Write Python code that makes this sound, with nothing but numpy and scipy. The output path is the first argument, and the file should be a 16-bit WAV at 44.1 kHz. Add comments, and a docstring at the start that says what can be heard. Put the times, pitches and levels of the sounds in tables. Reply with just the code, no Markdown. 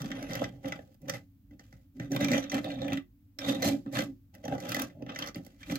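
"""Two toy cars are pushed by hand on a hollow wooden tabletop: bumps ring board modes, knocks ring shell modes.
First the muddy car: knocks, tyre scuff (grit and hiss) and a faint squeal (resonant noise), then sparse knocks.
From 1.9 s the plain car: denser shoves and knocks, singing axle tones, a periodic judder; a lull near 3.2 s.
From 4.2 s the muddy car again, clattering over a hollow spot near 4.5 s; from 5.55 s the plain car to the end.
Airborne sound reaches the right microphone first; room echo, and noise as murmur, hum and hiss, lie beneath."""
import sys
import numpy as np
from scipy import signal
from scipy.fft import rfft, irfft, next_fast_len
from scipy.io import wavfile
from scipy.ndimage import uniform_filter1d

SR = 44100
rng = np.random.default_rng(int(sys.argv[2]) if len(sys.argv) > 2 else 0)


def persist_wave(psi):
    """Save psi, clipped to +-1, as 16-bit WAV."""
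    counts = np.round(np.clip(psi, -1, 1) * 32767).astype(np.int16)
    wavfile.write(sys.argv[1], SR, np.atleast_2d(counts).T)


N = 254898

# All levels are those ahead of the final mix and microphone.
# hand shoves: start_s, fastest_s, stop_s, scuff_db, fizz_over_scuff_db,
# wheel_load_db, deep_modes_over_load_db, high_modes_over_load_db
SHOVES = [(0.0, 0.001, 0.014, -41.5, -11.5, -38, 12.5, -3.5),
          (0.018, 0.044, 0.11, -50, -11, -28.5, -6, -16.5), (.11, 0.174, 0.33, -45.5, -20, -36, -3.5, -6.5),
          (0.285, 0.357, 0.41, -39.5, -15.5, -37, 3.5, -1), (0.403, 0.419, 0.44, -43, -14, -25, -5, -4.5),
          (0.428, 0.44, 0.49, -47, -14, -51, -7, 0), (0.46, 0.475, 0.64, -67, -9.5, -44, 0.5, -10),
          (0.633, 0.648, 0.77, -47, -14.5, -37, -4, -4), (0.791, 0.792, 0.93, -69.5, -3.5, -55, 3.5, -5.5),
          (1.012, 1.066, 1.2, -66, -10, -44.5, 2, -7.5), (1.082, 1.086, 1.093, -42.5, -19, -46, -1, 12),
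          (1.117, 1.156, 1.165, -44.5, -7.5, -38, 1, -3.5), (1.511, 1.518, 1.554, -72, -14, -43.5, -8, -21),
          (1.59, 1.599, 1.71, -70, -4, -66.5, -7, -3.5), (1.72, 1.73, 1.85, -74.5, -2.5, -59.5, 1.5, -12),
          (1.95, 1.962, 2.04, -75.5, -1.5, -43, -4, -22.5),
          (1.997, 1.997, 2.076, -53, -12.5, -36.5, 1, -12), (2.11, 2.185, 2.17, -41, -11, -30, 1.5, -6),
          (2.194, 2.21, 2.3, -38.5, -14, -24, -3.5, -9.5), (2.301, 2.346, 2.39, -33, -11.5, -24, -7.5, -7),
          (2.399, 2.423, 2.485, -47, -22, -38.5, -10.5, -8.5),
          (2.512, 2.535, 2.598, -37, -13, -25.5, -7.5, -7), (2.634, 2.66, 2.77, -47, -15, -34.5, -1, -1),
          (2.77, 2.846, 2.96, -47.5, -19.5, -33.5, -3, -2.5),
          (2.895, 2.932, 2.98, -44.5, -15, -30, -6.5, -18),
          (3.393, 3.421, 3.67, -42, -12.5, -37.5, -4.5, -4), (3.46, 3.49, 3.535, -42.5, -4, -27, -6, -5),
          (3.55, 3.565, 3.79, -65, -18, -31.5, -3.5, -15),
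          (3.606, 3.628, 3.74, -40.5, -13, -33.5, 2.5, 1.5), (3.646, 3.664, 3.686, -35, 2.5, -17, -14, -10),
          (3.7, 3.722, 3.75, -66, -16, -24, -14, -25), (3.856, 3.87, 4.094, -65, -27, -37.5, -6.5, -16),
          (3.927, 3.965, 4.025, -35, -8.5, -28.5, -5, -6.5),
          (4.041, 4.052, 4.128, -82.5, -11.5, -40, -10.5, -26.5),
          (4.334, 4.335, 4.45, -67.5, -7, -47, -12, -10.5), (4.435, 4.458, 4.46, -51, -12, -40.5, -5, 2),
          (4.493, 4.53, 4.555, -42.5, -15, -32.5, -2, -2.5),
          (4.585, 4.66, 4.78, -45, -12.5, -37.5, -2, -4.5), (4.683, 4.72, 4.85, -43.5, -7.5, -44.5, -2, -6),
          (4.758, 4.8, 4.84, -36.5, -13, -31, -18.5, -4.5), (4.87, 4.897, 4.93, -58.5, -24, -49.5, 0, -7.5),
          (4.943, 5.015, 5.13, -72, -29, -44.5, -1.5, -7.5), (5.079, 5.098, 5.16, -45, -24, -42.5, -23, -1),
          (5.157, 5.217, 5.29, -40, -17, -39, -6.5, -3.5), (5.354, 5.36, 5.41, -57, -7.5, -35, -3.5, -15.5),
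          (5.437, 5.444, 5.62, -69, -3, -59, -18, -8), (5.596, 5.675, 5.69, -55, -8.5, -53.5, 0.5, -10),
          (5.683, 5.723, 5.77, -45, -5.5, -33.5, -3.5, -9)]
# level course of a shove: set_in_db, sag_at_stop_db (both re peak), rise_db_per_s, fall_db_per_s
SCUFF_SHAPE = (-11, -9, 2500, 701)
LOAD_SHAPE = (-5, -8, 899, 448)
HIGH_MODES_SHAPE = (-9.5, -9.5, 1202, 600.5)
FIZZ_SHAPE = (-6.5, -6.5, 2502.5, 403)
LINGER_SHAPE = (-1, -5, 1501.5, 95.5)
# spans with the plain car in hand, else the muddy one: from_s, to_s
PLAIN_CAR = [(1.9, 4.2), (5.55, 5.8)]

# tabletop modes: mode_hz, width_hz, relative_level_db
BOARD_MODES = [(88.9, 150, -26.5), (125.8, 18, -4), (175.3, 23.8, -6), (210, 31, -11), (276, 35.8, -4),
               (302.2, 87, -14.5), (356.4, 5.5, -19), (414, 110, -28.5), (537.3, 43.7, -3.5),
               (628, 70, -10.5), (740, 71, -12), (839, 58, -16), (884, 71, -26.5)]
# hollow spots under a wheel, lifting the top board modes: from_s, to_s, lift_db
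HOLLOW_SPOTS = [(4.456, 4.591, 6.5)]
# plain car's tyres stick and slip: pitch_hz, wander_hz, over_load_db, octave_over_pitch_db
JUDDER = (278, 12, -19, -8)
# wheel drops on the wood: start_s, peak_db, pitch_hz
WHEEL_TAPS = [(0.4175, -23.5, 680), (0.789, -38.5, 700), (1.597, -54, 568), (1.608, -54.5, 770),
              (1.724, -56, 846), (3.989, -29, 720), (4.453, -53, 696), (4.481, -41, 760), (4.511, -36, 784),
              (4.5235, -26.5, 700), (4.549, -31, 736), (4.578, -35, 640), (4.768, -29, 566),
              (5.022, -30.5, 325)]
TAP_DECAY_S, TAP_SPREAD_LOG_RATIO = 0.009, 0.45

# axle and shell knocks: start_s, peak_db, pitch_hz,
# then re peak: upper_modes_rms_db, crack_rms_db, board_thump_db
KNOCKS = [(0.0172, -37.5, 1467, -4.5, -6.5, -9), (0.0575, -41, 1480, -5, -17, -19),
          (0.1039, -39.5, 1930, -15, -18, 15), (0.1158, -28, 1914, -17, -25, -17),
          (0.2262, -38, 2050, -9, -12, -4), (0.2955, -42.5, 2000, -7, -22, 10),
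          (0.3095, -35.5, 2010, -19, -19, -1), (0.332, -33.5, 1270, -5.5, -10, -2),
          (0.3521, -30, 1980, -9, -8.5, -6), (0.4175, -28.5, 1210, -25, -29, 1.5),
          (0.441, -29, 2090, -12.5, -26, -8), (0.645, -38.5, 2010, -41, -38, 8.5),
          (0.6558, -37, 1850, -17, -19, -15), (0.683, -41, 1950, -10, -3.5, 2),
          (0.7217, -26, 2040, -18, -25, -6), (0.789, -46, 1730, -40, -32, 6.5),
          (0.943, -66.5, 4880, -5, 7, 11), (1.017, -68.5, 2120, -3, 10, -5),
          (1.057, -56, 2010, -15, -12, 10), (1.0827, -39, 2260, -7, -10, -3),
          (1.0955, -26, 2200, -6, -5.5, -10), (1.1361, -35, 2020, -13, -20, 0),
          (1.509, -59, 1950, -18, -22, 11.5), (1.594, -48.5, 2030, -7, -18, 0),
          (1.726, -49.5, 2010, -13.5, -15, 5.5), (1.9973, -34.5, 1980, -17, -23, 8),
          (2.117, -40, 6040, 2, -5, 15), (2.1293, -39, 1620, -27, -7, -4),
          (2.1474, -35.5, 1890, -20, -6, 9), (2.162, -24, 1256, -14.5, -12, 0.5),
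          (2.2075, -36.5, 2040, -8, -2, 14), (2.2445, -22.5, 2350, -9, -12.5, -3),
          (2.283, -25, 2430, -14, -17, 3.5), (2.316, -25.5, 2020, -8, -13, 10),
          (2.3323, -26, 1970, -12, -30, 0), (2.3787, -31, 6000, -3, -13, 10),
          (2.4391, -36, 2550, -10, -19, -20), (2.497, -36, 6000, 0, -23, -24),
          (2.5172, -29, 1940, -8, -13.5, -4), (2.5426, -28, 2163, -11, -11, 7),
          (2.5797, -30.5, 1990, -16, -31, 4), (2.643, -31.5, 3690, -19, -15, 1.5),
          (2.702, -36, 2620, -22, -28, -4), (2.817, -33.5, 3650, -14, -22, 5.5),
          (2.8802, -30.5, 2500, -34, -17, -2), (2.9203, -26.5, 2500, -27, -37, 7),
          (2.931, -27, 2880, -16, -15.5, 3), (2.972, -30.5, 2160, -19, -20, -1.5),
          (3.3869, -33.5, 5500, -1.5, -10, -11.5), (3.464, -38.5, 2020, -14, -12, 7),
          (3.546, -38, 3640, -9, -13, 0), (3.6215, -29.5, 1970, -4, -2, -13),
          (3.861, -45.5, 1250, -22, -27, 18), (3.925, -57.5, 2400, -5.5, 7, -2),
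          (3.9514, -33.5, 4100, -10.5, -25, -4), (3.9586, -29.5, 2470, -18, -27, 5.5),
          (3.989, -25.5, 1668, -9, -13, -2), (4.0203, -32.5, 1260, -20, -10, 10.5),
          (4.3405, -57, 2550, -7, -6, 12), (4.35, -48.5, 2000, -13.5, -3, 4),
          (4.4394, -46, 1930, -7, -22, -2), (4.4517, -45, 5850, -2, -6, 13),
          (4.4794, -33.5, 2140, -16, -17, 7.5), (4.5229, -34.5, 1540, -35, -29, 2.5),
          (4.5495, -36, 1230, -20, -18, 8), (4.58, -42, 1990, -11, -20, 6),
          (4.6017, -43, 2060, -1, -4, -19), (4.6912, -37, 1620, -1.5, -0.5, 4),
          (4.7182, -26, 2540, -10.5, -9, -20), (4.7449, -23, 2076, -11.5, -10, -6),
          (4.7649, -25.5, 1800, -13, -12, 2), (4.7953, -34, 1880, -11, -1, 5),
          (4.8186, -31.5, 2730, -5.5, 2, -9), (4.899, -52, 2000, -18, -21, -3),
          (5.0225, -47.5, 2530, -12, -19, 11), (5.0634, -41.5, 2130, -21, -27, 6.5),
          (5.0915, -36, 3060, -35, -40, 0), (5.1482, -41.5, 1810, -9, -15, -3),
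          (5.1594, -31, 1994, -16, -26, -9), (5.1881, -30, 1920, -8.5, -7.5, -4.5),
          (5.222, -26, 3213, -14.5, -24, -18), (5.2617, -41, 5700, -1.5, -9, -3),
          (5.2727, -38, 1530, -2, -5, -4), (5.2848, -38.5, 2027, -6, -15, 1.5),
          (5.3455, -43, 4770, 0, -27, -2), (5.3572, -39, 1980, -34, -9, 13),
          (5.448, -59.5, 3188, -1, 4, 13), (5.4641, -52.5, 1956, -6, 6, 13),
          (5.6296, -38.5, 2460, -15, -25, -15), (5.6971, -29, 2230, -24, -30, 4.5),
          (5.7198, -37, 2080, -6.5, -8.5, 15), (5.7552, -35.5, 4454, 0.5, -4, -6)]
# car shell modes: mode_hz, width_hz, plain_car_level_db, muddy_car_level_db
SHELL_MODES = [(1065, 72, -33.5, -11), (1214, 180, -2.5, -1.5), (1613, 130, -1.5, -1.5),
               (1743, 72, 1, -1.5), (2004, 134, 2.5, -1), (2384, 51, 0, -5.5), (2622, 150, -3, -4),
               (3230, 213, -1, -2.5), (3680, 170, -2, -6), (4225, 140, -9.5, -16),
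               (4830, 430, -19.5, -17.5), (5480, 200, -16, -15), (6000, 190, -10, -11),
               (7580, 160, -17.5, -23)]
STRIKE_SIZE = 3.63  # first clean strike, re the rattling contact noise
CREST_DB = 6  # assumed peak over rms of a knock part

# tyre hiss spectrum: freq_hz, relative_density_db
SCUFF_SPECTRUM = [(530, -27), (900, 0), (1960, 0.5), (3860, -6.5), (4200, -5), (7240, -8.5), (9460, -14.5),
                  (11500, -12), (15000, -13.5), (16300, -46)]
SHELL_DRIFT_DB, CONTACT_FLUTTER_DB = 4, 4.4
LINGER_OVER_FIZZ_DB = -27
# shell tones of a dragging axle: from_s, to_s, pitch_hz, over_scuff_db
SINGING = [(1.135, 1.258, 1990, -3.5), (1.584, 1.658, 3050, -8), (1.72, 1.814, 1970, -5),
           (2.002, 2.1, 1980, -2.5), (2.205, 2.45, 6000, -13), (2.28, 2.38, 2370, -6.5),
           (2.322, 2.387, 1974, -3.5), (2.635, 2.72, 4250, -11), (2.634, 2.757, 3680, -7.5),
           (2.79, 2.873, 3600, -5), (2.79, 2.823, 4260, -14), (3.41, 3.561, 3670, -2.5),
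           (3.62, 3.704, 4160, -3), (3.62, 3.696, 5970, -8.5), (4.7, 4.848, 1150, -16),
           (5.27, 5.296, 5700, -11)]
SINGING_WIDTH_HZ = 110
# tyre squeal: time_s, pitch_hz, level_db
SQUEAL = [(0.11, 10660, -100), (0.16, 10750, -72), (0.27, 11100, -73), (0.34, 11400, -70.5),
          (0.43, 11400, -76), (0.5, 11200, -100)]
SQUEAL_WIDTH_HZ = 500

# room decay: freq_hz, t60_s
ROOM_DECAY = [(200, 0.23), (800, 0.16), (3000, 0.14), (12000, 0.048)]
# left re right channel: freq_hz, level_difference_db
LEFT_SHADE = [(100, 1.5), (500, -3), (1100, 2), (2200, 0.5), (4500, -4), (12000, -9)]
AIR_LEFT_LAG_SAMPLES, BOARD_LEFT_LAG_SAMPLES = 19, 9
GRAIN_SHARE, HISS_SHARE = 0.63, 0.26  # part of the noise common to both channels

# low hum: time_s, level_db
HUM_LEVEL = [(0, -57), (1.2, -65.5), (2.8, -61), (3.3, -77.5), (5.3, -74.5), (5.78, -57)]
# hum band: centre_hz, half_width_at_minus_6_db_hz
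HUM_BAND = (52, 5.9)
# building murmur spectrum, ahead of a further tilt: freq_hz, relative_density_db
MURMUR_SPECTRUM = [(18, -33.5), (30, -7.5), (56, -9.5), (70, -15), (84, -7.5), (105, -4.5), (128, -15.5),
                   (246, -13), (286, -1.5), (325, -38.5), (600, -41), (780, -70), (1320, -120)]
# microphone hiss spectrum: freq_hz, relative_density_db
HISS_SPECTRUM = [(300, 6.5), (1000, -5), (3000, -9), (7000, -13), (11000, -12.5), (15000, -0.5),
                 (16500, -3.5)]
MURMUR_DB, HISS_DB = -59, -75
# microphone treble dip: centre_hz, full_width_at_1_over_e_hz, depth_db
MIC_DIP = (9160, 1200, 8.9)
BAND_EDGE_HZ = 16000


def board(blows):
    """Wheels bump over the grain and ring the tabletop; each mode's drive varies as they travel."""
    load, deep, high = np.transpose(SHOVES)[5:]
    load_db = shoved(load, LOAD_SHAPE)
    deep_db = shoved(load + deep, LOAD_SHAPE) - load_db
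    high_db = shoved(load + high, HIGH_MODES_SHAPE) - load_db
    grain = bumps(per_s=900, spread_db=2.0) * lumps(ms=29.0, depth_db=-0.95)
    force = gain_of(load_db) * grain + blows + judder(load_db)

    t = np.arange(N) / SR
    hollow_db = sum(db * ((t > start) & (t < end)) for start, end, db in HOLLOW_SPOTS)

    def group_db(hz):
        """Drive of the mode group that holds hz, re the wheel load."""
        if hz < 190:
            return deep_db
        if hz < 450:
            return 0
        return high_db if hz < 680 else high_db + hollow_db

    weights = [gain_of(db + group_db(hz)) * lumps(ms=34, depth_db=1.8) for hz, _, db in BOARD_MODES]
    modes = np.array(ring_all(force, BOARD_MODES, weights, size=8000))[:, 0]
    is_high = np.transpose(BOARD_MODES)[0] > 450
    # a free-edged board sends out no deep bass; soft tyres drive little treble
    free_edge = signal.butter(4, 75., "high", fs=SR, output="sos")
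    soft_tyre = signal.butter(4, 1100, fs=SR, output="sos")
    low = signal.sosfilt(free_edge, modes[~is_high].sum(0))
    top = signal.sosfilt(soft_tyre, modes[is_high].sum(0) + wheel_taps())
    # short bending waves reach the left side later
    pair = np.array([delayed(top, BOARD_LEFT_LAG_SAMPLES), top])
    return low + gain_of(-20.0) * room(low) + pair + gain_of(-10.5) * room(top)


def judder(load_db):
    """Stick-slip of the plain car's tyres: a wandering periodic tug that scales with wheel load."""
    hz, wander_hz, db, octave_db = JUDDER
    wander = evened(uniform_filter1d(rng.standard_normal(N), size=900))
    phase = 2 * np.pi * np.cumsum(hz + wander_hz * wander) / SR
    tug = np.sin(phase) + gain_of(octave_db) * np.sin(2 * phase)
    return plain_in_hand(np.arange(N) / SR) * gain_of(load_db + db) * tug


def wheel_taps():
    """A dropped wheel rings board modes near its pitch; the pressing hand damps them."""
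    out, tones = np.zeros(N), rings(BOARD_MODES, size=2500)
    mode_hz, _, mode_db = np.transpose(BOARD_MODES)
    damping = np.exp(-np.arange(tones.shape[1]) / SR / TAP_DECAY_S)
    for s, db, hz in WHEEL_TAPS:
        struck = gain_of(mode_db) * np.exp(-(np.log(mode_hz / hz) / TAP_SPREAD_LOG_RATIO) ** 2)
        add(out, s, peaked(struck @ tones * damping, db))
    return out


def knocks():
    """A strike and a few ms of rattling contact ring the shell, crack, and thump the board."""
    force, air = np.zeros(N), np.zeros((N, 2))
    shell, mode_hz = rings(SHELL_MODES, size=1500), np.transpose(SHELL_MODES)[0]
    t = np.arange(700) / SR
    contact = (1 - np.exp(-t / 0.0007)) * np.exp(-t / 0.0028)
    strike = STRIKE_SIZE * (np.arange(len(t)) == 20)
    upper = mode_hz > 4000
    draws = rng.standard_normal((len(KNOCKS), 4, len(t)))
    for knock, (a, b, c, d) in zip(KNOCKS, draws):
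        s, db, hz, upper_db, crack_db, thump_db = knock
        near_pitch = np.exp(-(np.log(mode_hz / hz) / 0.04) ** 2)
        struck = (0.33 + 1.4 * near_pitch) * gain_of(shell_db(s))
        rattle = paired(a, b) * contact + strike
        for part, part_db in ((~upper, 0), (upper, upper_db + CREST_DB)):
            ring = signal.fftconvolve(rattle, [struck[part] @ shell[part]], axes=1)
            add(air, s, peaked(ring, db + part_db))
        crack = np.diff(paired(c, d, HISS_SHARE), prepend=0) * contact
        add(air, s, peaked(crack, db + crack_db + CREST_DB))
        add(force, s, gain_of(db + thump_db) * np.hanning(30))
    return force, air.T


def scuffing():
    """Grit under the tyres hisses and sets the shell chattering."""
    scuff, bright = np.transpose(SHOVES)[3:5]
    scuff_db = shoved(scuff, SCUFF_SHAPE)
    fizz_db = shoved(scuff + bright, FIZZ_SHAPE)
    linger_db = shoved(scuff + bright + LINGER_OVER_FIZZ_DB, LINGER_SHAPE)
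    t, contact = np.arange(N) / SR, lumps(ms=4.8, depth_db=CONTACT_FLUTTER_DB)

    grains = paired(bumps(per_s=3200, spread_db=0.0), bumps(per_s=3000, spread_db=4.5))
    grit = gain_of(scuff_db - 5) * contact * grains
    weights = [gain_of(db) * lumps(ms=30.0, depth_db=SHELL_DRIFT_DB) for db in shell_db(t)]
    chatter = sum(ring_all(grit, SHELL_MODES, weights, size=1500))

    noise = paired(*rng.standard_normal((2, N)), HISS_SHARE)
    hiss = evened(coloured(noise, lambda hz: read(SCUFF_SPECTRUM, hz))) * contact
    low = signal.sosfilt(signal.butter(2, 4800, fs=SR, output="sos"), hiss)
    treble = hiss - low
    fizz = gain_of(fizz_db) * evened(treble)
    linger = gain_of(linger_db) * evened(treble / contact)  # contact flutter divided out
    return chatter + gain_of(scuff_db - 11) * low + fizz + linger + singing(scuff_db)


def singing(scuff_db):
    """Fitful rattling of a dragging axle keeps single narrow shell tones ringing."""
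    out = np.zeros((2, N))
    rattle = paired(bumps(per_s=600, spread_db=5.0), bumps(per_s=830, spread_db=3.0))
    rattle = rattle * lumps(ms=10.0, depth_db=3.5)
    for start, end, hz, db in SINGING:
        span = slice(round(start * SR), round(end * SR))
        tone = rings([(hz, SINGING_WIDTH_HZ)], size=1500)
        drive = gain_of(scuff_db[span] + db) * rattle[:, span]
        add(out.T, start, signal.fftconvolve(drive, tone / np.linalg.norm(tone), axes=1).T)
    return out


def squeal():
    """Tyre squeal: noise in one wide resonance that follows the pitch curve."""
    hz, db = curves([SQUEAL])
    noise = paired(*rng.standard_normal((2, N)))
    return gain_of(db) * evened(resonate(noise, hz, SQUEAL_WIDTH_HZ))


def room(x):
    """Room echo: sparse taps of random sign, each band dying at its own rate."""
    echoes = np.zeros((2, SR // 2))
    slots = np.arange(100, SR // 2 - 20, 20)
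    at = slots + rng.integers(0, 20, (2, len(slots)))
    np.put_along_axis(echoes, at, rng.choice([-1., 1.], at.shape), 1)
    hz, t, z = signal.stft(echoes, SR, nperseg=256)
    decay = gain_of(-60 * t / read(ROOM_DECAY, hz)[:, None])
    tail = signal.istft(z * decay, SR, nperseg=256)[1]
    return signal.fftconvolve(x[None], tail / np.linalg.norm(tail[0]), axes=1)[:, :N]


def hum():
    """Narrow noise around a low pitch, its level wavering."""
    centre_hz, width_hz = HUM_BAND
    band = coloured(rng.standard_normal(N),
                    lambda hz: np.maximum(-6 * ((hz - centre_hz) / width_hz) ** 2, -90))
    return gain_of(curves([HUM_LEVEL])[0]) * evened(band)


def hush():
    """Building murmur nearly alike at both microphones, plus each one's own hiss."""
    a, b, c, d = rng.standard_normal((4, N))
    murmur = coloured(np.array([a + 0.15 * b, a - 0.11 * b]),
                      lambda hz: read(MURMUR_SPECTRUM, hz) - hz / 40)
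    hiss = coloured(np.array([c, d]), lambda hz: read(HISS_SPECTRUM, hz))
    return gain_of(MURMUR_DB) * evened(murmur) + gain_of(HISS_DB) * evened(hiss)


def shoved(levels_db, shape):
    """Level in dB of all shoves: set-in, swell, sag, decay; overlaps add in power."""
    set_in_db, sag_db, rise, fall = shape
    t, power = np.arange(0, N, 32) / SR, 1e-14
    for (start, fastest, stop, *_), db in zip(SHOVES, levels_db):
        swell_db = np.interp(t, [start, fastest, stop], [set_in_db, 0, sag_db])
        edge_db = rise * np.maximum(start - t, 0) + fall * np.maximum(t - stop, 0)
        power = power + gain_of(db + swell_db - edge_db) ** 2
    return np.interp(np.arange(N) / SR, t, 10 * np.log10(power))


def plain_in_hand(t):
    """Nonzero while the plain car is in hand."""
    return sum((t > a) & (t < b) for a, b in PLAIN_CAR)


def shell_db(t):
    """Level of each shell mode at times t, for the car then in hand."""
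    plain = plain_in_hand(t)
    return np.array([np.where(plain, plain_db, muddy_db) for _, _, plain_db, muddy_db in SHELL_MODES])


def rings(modes, size):
    """One dying sine a mode; neighbours swing in opposite sense."""
    t = np.arange(size) / SR
    return np.array([(-1) ** k * width * np.exp(-np.pi * width * t) * np.sin(2 * np.pi * hz * t)
                     for k, (hz, width, *_) in enumerate(modes)])


def ring_all(drive, modes, weights, size):
    """Feeds the drive into each mode through its own time-varying weight."""
    tones = rings(modes, size=size)
    tones = tones / np.linalg.norm(gain_of([m[-1] for m in modes]) @ tones)
    return [signal.oaconvolve(np.atleast_2d(drive * w), tone[None], axes=1)[:, :N]
            for w, tone in zip(weights, tones)]


def resonate(x, hz, width_hz):
    """Moving resonance: shifts hz down to zero, smooths twice, shifts back."""
    turn = np.exp(2j * np.pi * np.cumsum(hz * np.ones(N)) / SR)
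    r = np.exp(-np.pi * width_hz / SR)
    return (turn * signal.lfilter([(1 - r) ** 2], [1, -2 * r, r ** 2], x / turn)).real


def bumps(per_s, spread_db):
    """Sparse impulses of random sign and, with spread, uneven size."""
    size = gain_of(spread_db * np.minimum(rng.exponential(1, N), 4)) * rng.choice([-1., 1.], N)
    return evened(size * (rng.random(N) < per_s / SR))


def lumps(ms, depth_db):
    """Uneven contact: a bounded gain flutter on a scale of ms."""
    span = round(ms * SR / 1000)
    slow = uniform_filter1d(uniform_filter1d(rng.standard_normal(N), span), span)
    return evened(gain_of(depth_db * 2 * np.tanh(evened(slow) / 2)))


def paired(a, b, share=GRAIN_SHARE):
    """Left and right face different wheels: part of the noise is their own."""
    same = np.clip(share, 0, 1)
    return np.array([same * a + np.sqrt(1 - same ** 2) * b, a])


def coloured(x, db_of_hz):
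    """Filters by a gain in dB over frequency."""
    size = next_fast_len(x.shape[-1] + 2048)
    gain = gain_of(db_of_hz(np.fft.rfftfreq(size, 1 / SR)))
    return irfft(rfft(x, size) * gain, size)[..., :x.shape[-1]]


def read(points, hz):
    """Reads a table on a log-frequency axis."""
    f, value = np.transpose(points)
    return np.interp(np.log(hz + 1), np.log(f + 1), value)


def curves(tables):
    """Joins the tables and reads each column at every sample."""
    s, *columns = np.concatenate(tables).T
    return [np.interp(np.arange(N) / SR, s, c) for c in columns]


def gain_of(db):
    """Decibels to gain."""
    return 10 ** (np.asarray(db) / 20)


def evened(x):
    """Scales to rms 1."""
    return x / np.sqrt(np.mean(x ** 2) + 1e-20)


def peaked(x, db):
    """Scales to a peak level, channels last."""
    return gain_of(db) * x.T / abs(x).max()


def delayed(x, samples):
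    """Delays by whole samples."""
    return np.concatenate([np.zeros(samples), x])[:N]


def add(mix, s, sound):
    """Mixes a sound in at s seconds."""
    part = mix[round(s * SR):][:len(sound)]
    part += sound[:len(part)]


def scene():
    """Board drum near the middle, airborne sound from the right, room and background."""
    blows, ticks = knocks()
    air = scuffing() + squeal() + ticks
    direct = np.array([delayed(air[0], AIR_LEFT_LAG_SAMPLES), air[1]])
    pair = gain_of(1.5) * direct + gain_of(-8.0) * room(air[1]) + board(blows)
    left = coloured(pair[0], lambda hz: read(LEFT_SHADE, hz) / 2)
    right = coloured(pair[1], lambda hz: -read(LEFT_SHADE, hz) / 2)
    return np.array([left, right]) + hush() + hum()


def record(dry):
    """Microphone treble dip and deep-bass cut, then the band limit."""
    dip_hz, width_hz, depth_db = MIC_DIP
    heard = coloured(dry, lambda hz: -depth_db * np.exp(-((hz - dip_hz) / width_hz * 2) ** 2))
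    heard = signal.sosfilt(signal.butter(6, 43, "high", fs=SR, output="sos"), heard)
    band_limit = signal.firwin(511, BAND_EDGE_HZ, window=("kaiser", 9), fs=SR)
    return signal.oaconvolve(heard, band_limit[None], "same")


dry = scene()
out = record(dry)
persist_wave(out)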